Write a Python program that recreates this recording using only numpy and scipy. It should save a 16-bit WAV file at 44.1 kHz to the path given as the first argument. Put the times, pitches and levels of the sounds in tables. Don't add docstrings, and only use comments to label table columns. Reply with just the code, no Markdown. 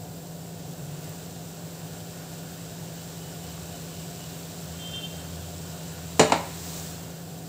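import sys
import numpy as np
from scipy import signal
from scipy.fft import rfft, irfft, next_fast_len
from scipy.io import wavfile
from scipy.ndimage import map_coordinates

SR = 44100
rng = np.random.default_rng(int(sys.argv[2]) if len(sys.argv) > 2 else 0)


def store_wav(level_fs):
    pcm = np.round(np.clip(np.atleast_2d(level_fs), -1, 1) * 32767)
    wavfile.write(sys.argv[1], SR, pcm.T.astype(np.int16))


N = 330000
TIME = np.arange(N) / SR

# (time [s], level [dB])
BOIL_VIGOUR = [(0.1, -51.5), (0.8, -49.5), (1.05, -47), (1.4, -48.5), (4, -45), (6.0, -45.5), (6.4, -43.5),
               (6.9, -45.5), (7.25, -49.5)]
# (frequency [Hz], relative level [dB])
FIZZ_EQ = [(1300, -29), (2200, -8.5), (2800, -0.5), (3400, -1.5), (3900, 0.5), (4300, -1), (6700, -3),
           (7300, 2), (8000, 0.5), (9000, -7), (10200, -12), (12400, -10.5), (14800, -3), (15600, -9)]
BUBBLING_EQ = [(500, -20), (800, -0.5), (1070, 1.5), (1200, -0.5), (1500, -3.5), (1800, -1), (2150, -2),
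               (2700, -3.5), (4000, -25)]
HOLLOW_EQ = [(1000, -30), (1300, -6), (1440, 2), (1600, -1), (1800, -7), (2200, -27)]
SIZZLE_EQ = [(1200, -3.5), (2500, -7.5), (4000, -2.5), (6000, -0.5), (7800, 3), (10000, -9.5), (12500, -10),
             (15000, -0.5)]
# (time [s], relative level [dB])
SPIT_CUES = [(0.168, -35), (1.0094, -33), (1.0419, -27.5), (1.0923, -31), (1.9803, -35)]
# (time [s], gain [dB], thud gain [dB], treble gain [dB])
CLANK_HITS = [(6.1946, -3.5, 8, 8), (6.1963, -2, -0.5, -7), (6.211, -6.5, -13, -5), (6.298, -16.5, -6, -2),
              (6.3204, -1.5, -12, -5.5)]
# (frequency [Hz], relative level [dB], t60 [s])
PAN_MODES = [(255, -13, .07), (565, -25, .16), (609, -25, .22), (665, -28, .22), (704, -29, .2),
             (792, -21, .14), (1033, -36, .14), (830, -12, .032), (1350, -31, .15), (1682, -37, .33),
             (2256, -39, .24), (2433, -40, .24), (2826, -39, .26), (2885, -29, .12), (3942, -31, .14),
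             (5227, -33, .06), (5916, -36, .16), (6945, -20, .035), (7500, -30, .06), (9055, -41, .1)]
STOVE_MODES = [(107, -34, .3), (160, -26.5, .4), (241, -26, .2), (308, -21, .16), (362, -26, .2),
               (440, -12.5, .1), (502, -27, .18)]
# (frequency [Hz], relative level [dB])
CLATTER_EQ = [(60, -30), (150, -11), (240, 0.5), (550, -3), (830, 0), (1020, -2.5), (1200, -8.5),
              (2200, -9.5), (3000, -11), (3400, -16), (3900, -8.5), (5400, -18.5), (6400, -19.5),
              (7200, -15.5), (9300, -22.5), (10500, -38), (16000, -40)]
FLAME_EQ = [(20, -23), (50, -9), (75, 0.5), (105, 8), (128, 4.5), (155, 8.5), (190, -0.5), (225, -1.5),
            (520, -4), (610, 0.5), (645, -5), (700, 2), (830, -10), (1200, -18.5), (2500, -27.5),
            (9000, -28)]
JET_EQ = [(2000, -18), (5000, -5), (6700, -8), (7500, 1), (8300, -5.5), (10000, -11.5), (12400, -9),
          (14800, -2), (15600, -4)]
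RASP_EQ = [(2400, -25), (2750, -8), (2900, -10), (3080, 0), (3200, -5), (3330, -12), (3520, -4),
           (3900, -25)]
# (multiple of the shaft rate, level [dB])
FAN_TONES = [(9, -58), (10, -59), (13, -57), (23, -60), (27, -65.5), (33, -60), (37, -60.5), (45, -60),
             (46, -63), (52, -73), (55, -68.5)]
# (frequency [Hz], level per tone [dB])
FAN_WHIRR = [(60, -77), (130, -62), (190, -66), (235, -87), (275, -58.5), (320, -74.5), (365, -65),
             (570, -70.5), (700, -74), (1100, -81.5)]
# (start [s], length [s], level [dB])
THROTTLE_BURSTS = [(3.31, .34, -50), (3.88, .6, -56), (4.62, 0.28, -49), (5.1, 0.57, -43.5),
                   (5.82, 1.2, -48)]
# (start [s], length [s], level [dB])
HORN_TOOTS = [(4.775, 0.12, -44), (4.912, 0.14, -40)]
# (multiple of its pitch, relative level [dB])
HORN_PARTIALS = [(7, -12), (8, 0), (9, -10)]
# (midpoint [s], length [s], pitch [Hz], relative level [dB])
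BIRD_CHIRPS = [(2.99, 0.087, 3000, -58), (3.254, 0.17, 2980, -59), (3.44, .05, 2980, -54),
               (3.503, 0.042, 3000, -56), (3.729, 0.107, 2990, -56), (3.98, 0.124, 2990, -56),
               (4.23, 0.08, 2950, -52.5), (4.35, 0.048, 2980, -58)]
# (frequency [Hz], t60 [s])
KITCHEN_DECAY = [(150, 0.44), (700, 0.48), (2000, 0.57), (5000, 0.37), (12000, 0.31)]


def boil():
    vigour_db = np.interp(TIME, *np.transpose(BOIL_VIGOUR))
    foam = reflections(noise() + amp(-6.5) * bubbles(2500, 5270, 18400, cycles=1.2, spread_db=2.5))
    body = reflections(noise() + amp(-11) * bubbles(500, 796, 3040, cycles=5.1, spread_db=0, size=400))
    spray = noise() + amp(-14) * bubbles(3000, 3000, 15000, cycles=1.87, spread_db=6)
    fizz = amp(vigour_db + 0.23 * wobble(12)) * coloured(foam, FIZZ_EQ)
    bubbling = amp(vigour_db - 10 + 0.96 * wobble(5.9)) * coloured(body, BUBBLING_EQ)
    ceiling_db, full_vigour_db = -58, -47.5
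    hollow_db = ceiling_db + 1.7 * np.minimum(vigour_db - full_vigour_db, 0)
    hollow = amp(hollow_db + 1.1 * wobble(10)) * coloured(reflections(noise()), HOLLOW_EQ)
    sizzle = amp(-38.5) * swell(crest_s=6.745, width_s=0.35) * coloured(spray, SIZZLE_EQ)
    return fizz + bubbling + hollow + sizzle


def bubbles(per_second, low_hz, high_hz, cycles, spread_db, size=64):
    when, pitch, strength = rng.random((int(per_second * N / SR), 3)).T[:, :, None]
    turns = low_hz * (high_hz / low_hz) ** pitch * np.arange(size) / SR
    age = np.minimum(turns / cycles, 2 * np.pi)
    gain = amp(spread_db * np.minimum(-np.log(1 - strength), 2 * np.pi))
    pops = gain * np.exp(-age) * np.sin(2 * np.pi * turns * (1 + 0.019 * age))
    positions = (when * N).astype(int) + np.arange(size)
    return unit(np.bincount(positions.ravel(), pops.ravel(), N)[:N])


def spits():
    out, t = np.zeros(N), np.arange(SR // 100) / SR
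    for start, db in SPIT_CUES:
        crack = coloured(noise(len(t)), [(3000, -20), (7500, -3), (11000, -8), (14500, 4)])
        add(out, start + .001, decay(t, db - 2, t60=.006) * crack)
    return out


def clanks():
    out, t = np.zeros(N), np.arange(SR // 2) / SR
    attack = 1 - np.exp(-t / 0.00045)
    crack_and_tail = decay(t, -12.5, t60=.027) + decay(t, -18.3, t60=.21)
    for start, db, thud_db, treble_db in CLANK_HITS:
        clatter = coloured(noise(len(t)), CLATTER_EQ) * crack_and_tail
        hit = clatter + amp(1) * ring(PAN_MODES, t) + amp(thud_db) * ring(STOVE_MODES, t)
        hit = filtered(hit, lambda hz: amp(along([(2200, 0.011), (6000, treble_db)], hz)))
        add(out, start, amp(db) * hit * attack)
    return signal.sosfilt(signal.butter(4, 80, "highpass", fs=SR, output="sos"), out)


def ring(modes, t):
    hz, db, t60 = np.transpose(modes)[:, :, None]
    partials = decay(t, db + rng.normal(0, 1, hz.shape), t60) * np.sin(2 * np.pi * hz * t)
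    return partials[::2].sum(0) - partials[1::2].sum(0)


def burner():
    flame = amp(-44.5 + 0.42 * wobble(7)) * coloured(noise(), FLAME_EQ)
    jet = amp(-51 + 0.36 * wobble(5.1) + 0.68 * wobble(25)) * coloured(reflections(noise()), JET_EQ)
    return flame + jet


def fan():
    shaft_hz, blade_count = 11.092, 15
    angle = 2 * np.pi * np.cumsum(shaft_hz * (1 + 0.00059 * wobble(1.993))) / SR
    hum = amp(-42.5) * (1 + 0.12 * np.cos(angle)) * np.sin(blade_count * angle + 0.67 * np.sin(angle))
    orders = np.arange(6, 100)
    levels_db = along(FAN_WHIRR, orders * shaft_hz) + 1.5 * noise(len(orders))
    for order, db in FAN_TONES:
        levels_db[orders == round(order)] = db
    turn = np.linspace(0, 2 * np.pi, 4096)
    phases = 2 * np.pi * rng.random((len(orders), 1))
    wavetable = amp(levels_db) @ np.sin(np.outer(orders, turn) + phases)
    whirr = np.interp(angle % (2 * np.pi), turn, wavetable)
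    return np.sqrt(2) * (hum + whirr)


def traffic():
    idle_hz, cruise_hz, pull_away_s, gather_s = 76.2, 86, 3.4, 1.35
    firing_hz = cruise_hz - (cruise_hz - idle_hz) * np.exp(-np.maximum(TIME - pull_away_s, 0) / gather_s)
    throttle = held(THROTTLE_BURSTS, attack_s=0.067, t60=1)
    pass_s, rise_hz_per_s = .92, 10
    drone = amp(-41.5) * swell(pass_s, width_s=0.41)
    drone_hz = 149 + rise_hz_per_s * (TIME - pass_s)
    return sum(gain * amp(1.7 * wobble(14)) * tone(hz * (1 + 0.019 * wobble(17)))
               for gain, hz in [(throttle, firing_hz), (drone, drone_hz)])


def horn():
    pitch_hz = 394 * (1 + .002 * wobble(45))
    direct = held(HORN_TOOTS, attack_s=0.032, t60=.2)
    echo = amp(-7) * held(HORN_TOOTS, attack_s=0.128, t60=1)
    out = amp(-16) * (direct + echo) * coloured(noise(), RASP_EQ)
    for order, db in HORN_PARTIALS:
        hz = round(order) * pitch_hz
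        flutter = amp(2.2 * wobble(22) + 1.2 * wobble(90))
        blurred = unit(wobble(70) * tone(hz) + wobble(70) * tone(hz))
        out += amp(db) * (direct * flutter * tone(hz) + echo * blurred)
    return out


def bird():
    out = np.zeros(N)
    waver, flutter = wobble(120), wobble(60)
    for midpoint, length, hz, db in BIRD_CHIRPS:
        progress = np.clip((TIME - midpoint) / length, -1, 1)
        fade = np.cos(np.pi * progress / 2) ** 2
        out += amp(db) * fade * tone(hz * (1 - 0.0092 * progress + 0.0071 * waver))
    return out * amp(2.6 * flutter - 2)


def reflections(x, count=12):
    out = x.copy()
    for delay_s, gain in zip(rng.uniform(.0008, .016, count), rng.choice([-.075, .075], count)):
        add(out, delay_s, gain * x)
    return unit(out)


def kitchen_reverb(x, predelay_s=0.0092):
    hz, t, spectrum = signal.stft(noise(SR * 3 // 4), SR, nperseg=256)
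    fade = decay(t, 0, t60=along(KITCHEN_DECAY, hz)[:, None])
    _, tail = signal.istft(spectrum * fade, SR, nperseg=256)
    tail = np.pad(tail, (round(predelay_s * SR), 0))
    return signal.fftconvolve(x, tail / np.linalg.norm(tail))[:N]


def amp(db):
    return 10 ** (np.asarray(db) / 20)


def unit(x):
    return x / np.sqrt(np.mean(x ** 2) + 1e-20)


def noise(size=N):
    return rng.standard_normal(size)


def tone(hz):
    return np.sqrt(2) * np.sin(2 * np.pi * (np.cumsum(hz * np.ones(N)) / SR + rng.random()))


def wobble(rate):
    steps = TIME[::64]
    knots = noise(int(N * rate / SR) + 4)
    return np.interp(TIME, steps, map_coordinates(knots, [steps * rate]))


def decay(t, db, t60):
    return amp(db - 60 * t / t60)


def swell(crest_s, width_s):
    return .5 ** ((2 * (TIME - crest_s) / width_s) ** 2)


def held(cues, attack_s, t60):
    return sum(np.clip((TIME - start) / attack_s, 0, 1)
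               * decay(np.maximum(TIME - start - length, 0), db, t60) for start, length, db in cues)


def along(points, hz):
    point_hz, values = np.transpose(points)
    return np.interp(np.log(hz + 1), np.log(point_hz + 1), values)


def filtered(x, response):
    size = next_fast_len(len(x) + 8192)
    return irfft(rfft(x, size) * response(np.fft.rfftfreq(size, 1 / SR)), size)[:len(x)]


def coloured(x, eq):
    return unit(filtered(x, lambda hz: amp(along(eq, hz))))


def add(track, start_s, sound):
    part = track[round(start_s * SR):][:len(sound)]
    part += sound[:len(part)]


def scene():
    pan = clanks()
    mono = boil() + spits() + pan + burner() + fan() + traffic() + horn() + bird()
    mono += amp(-9.5) * kitchen_reverb(pan)
    return np.array([mono, mono])


def record(dry):
    ceiling, cutoff_hz = .92, 15600
    rounded = dry / (1 + np.abs(dry / ceiling) ** 6) ** (1 / 6)
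    return np.array([filtered(channel, lambda hz: hz < cutoff_hz) for channel in rounded])


dry = scene()
out = record(dry)
store_wav(out)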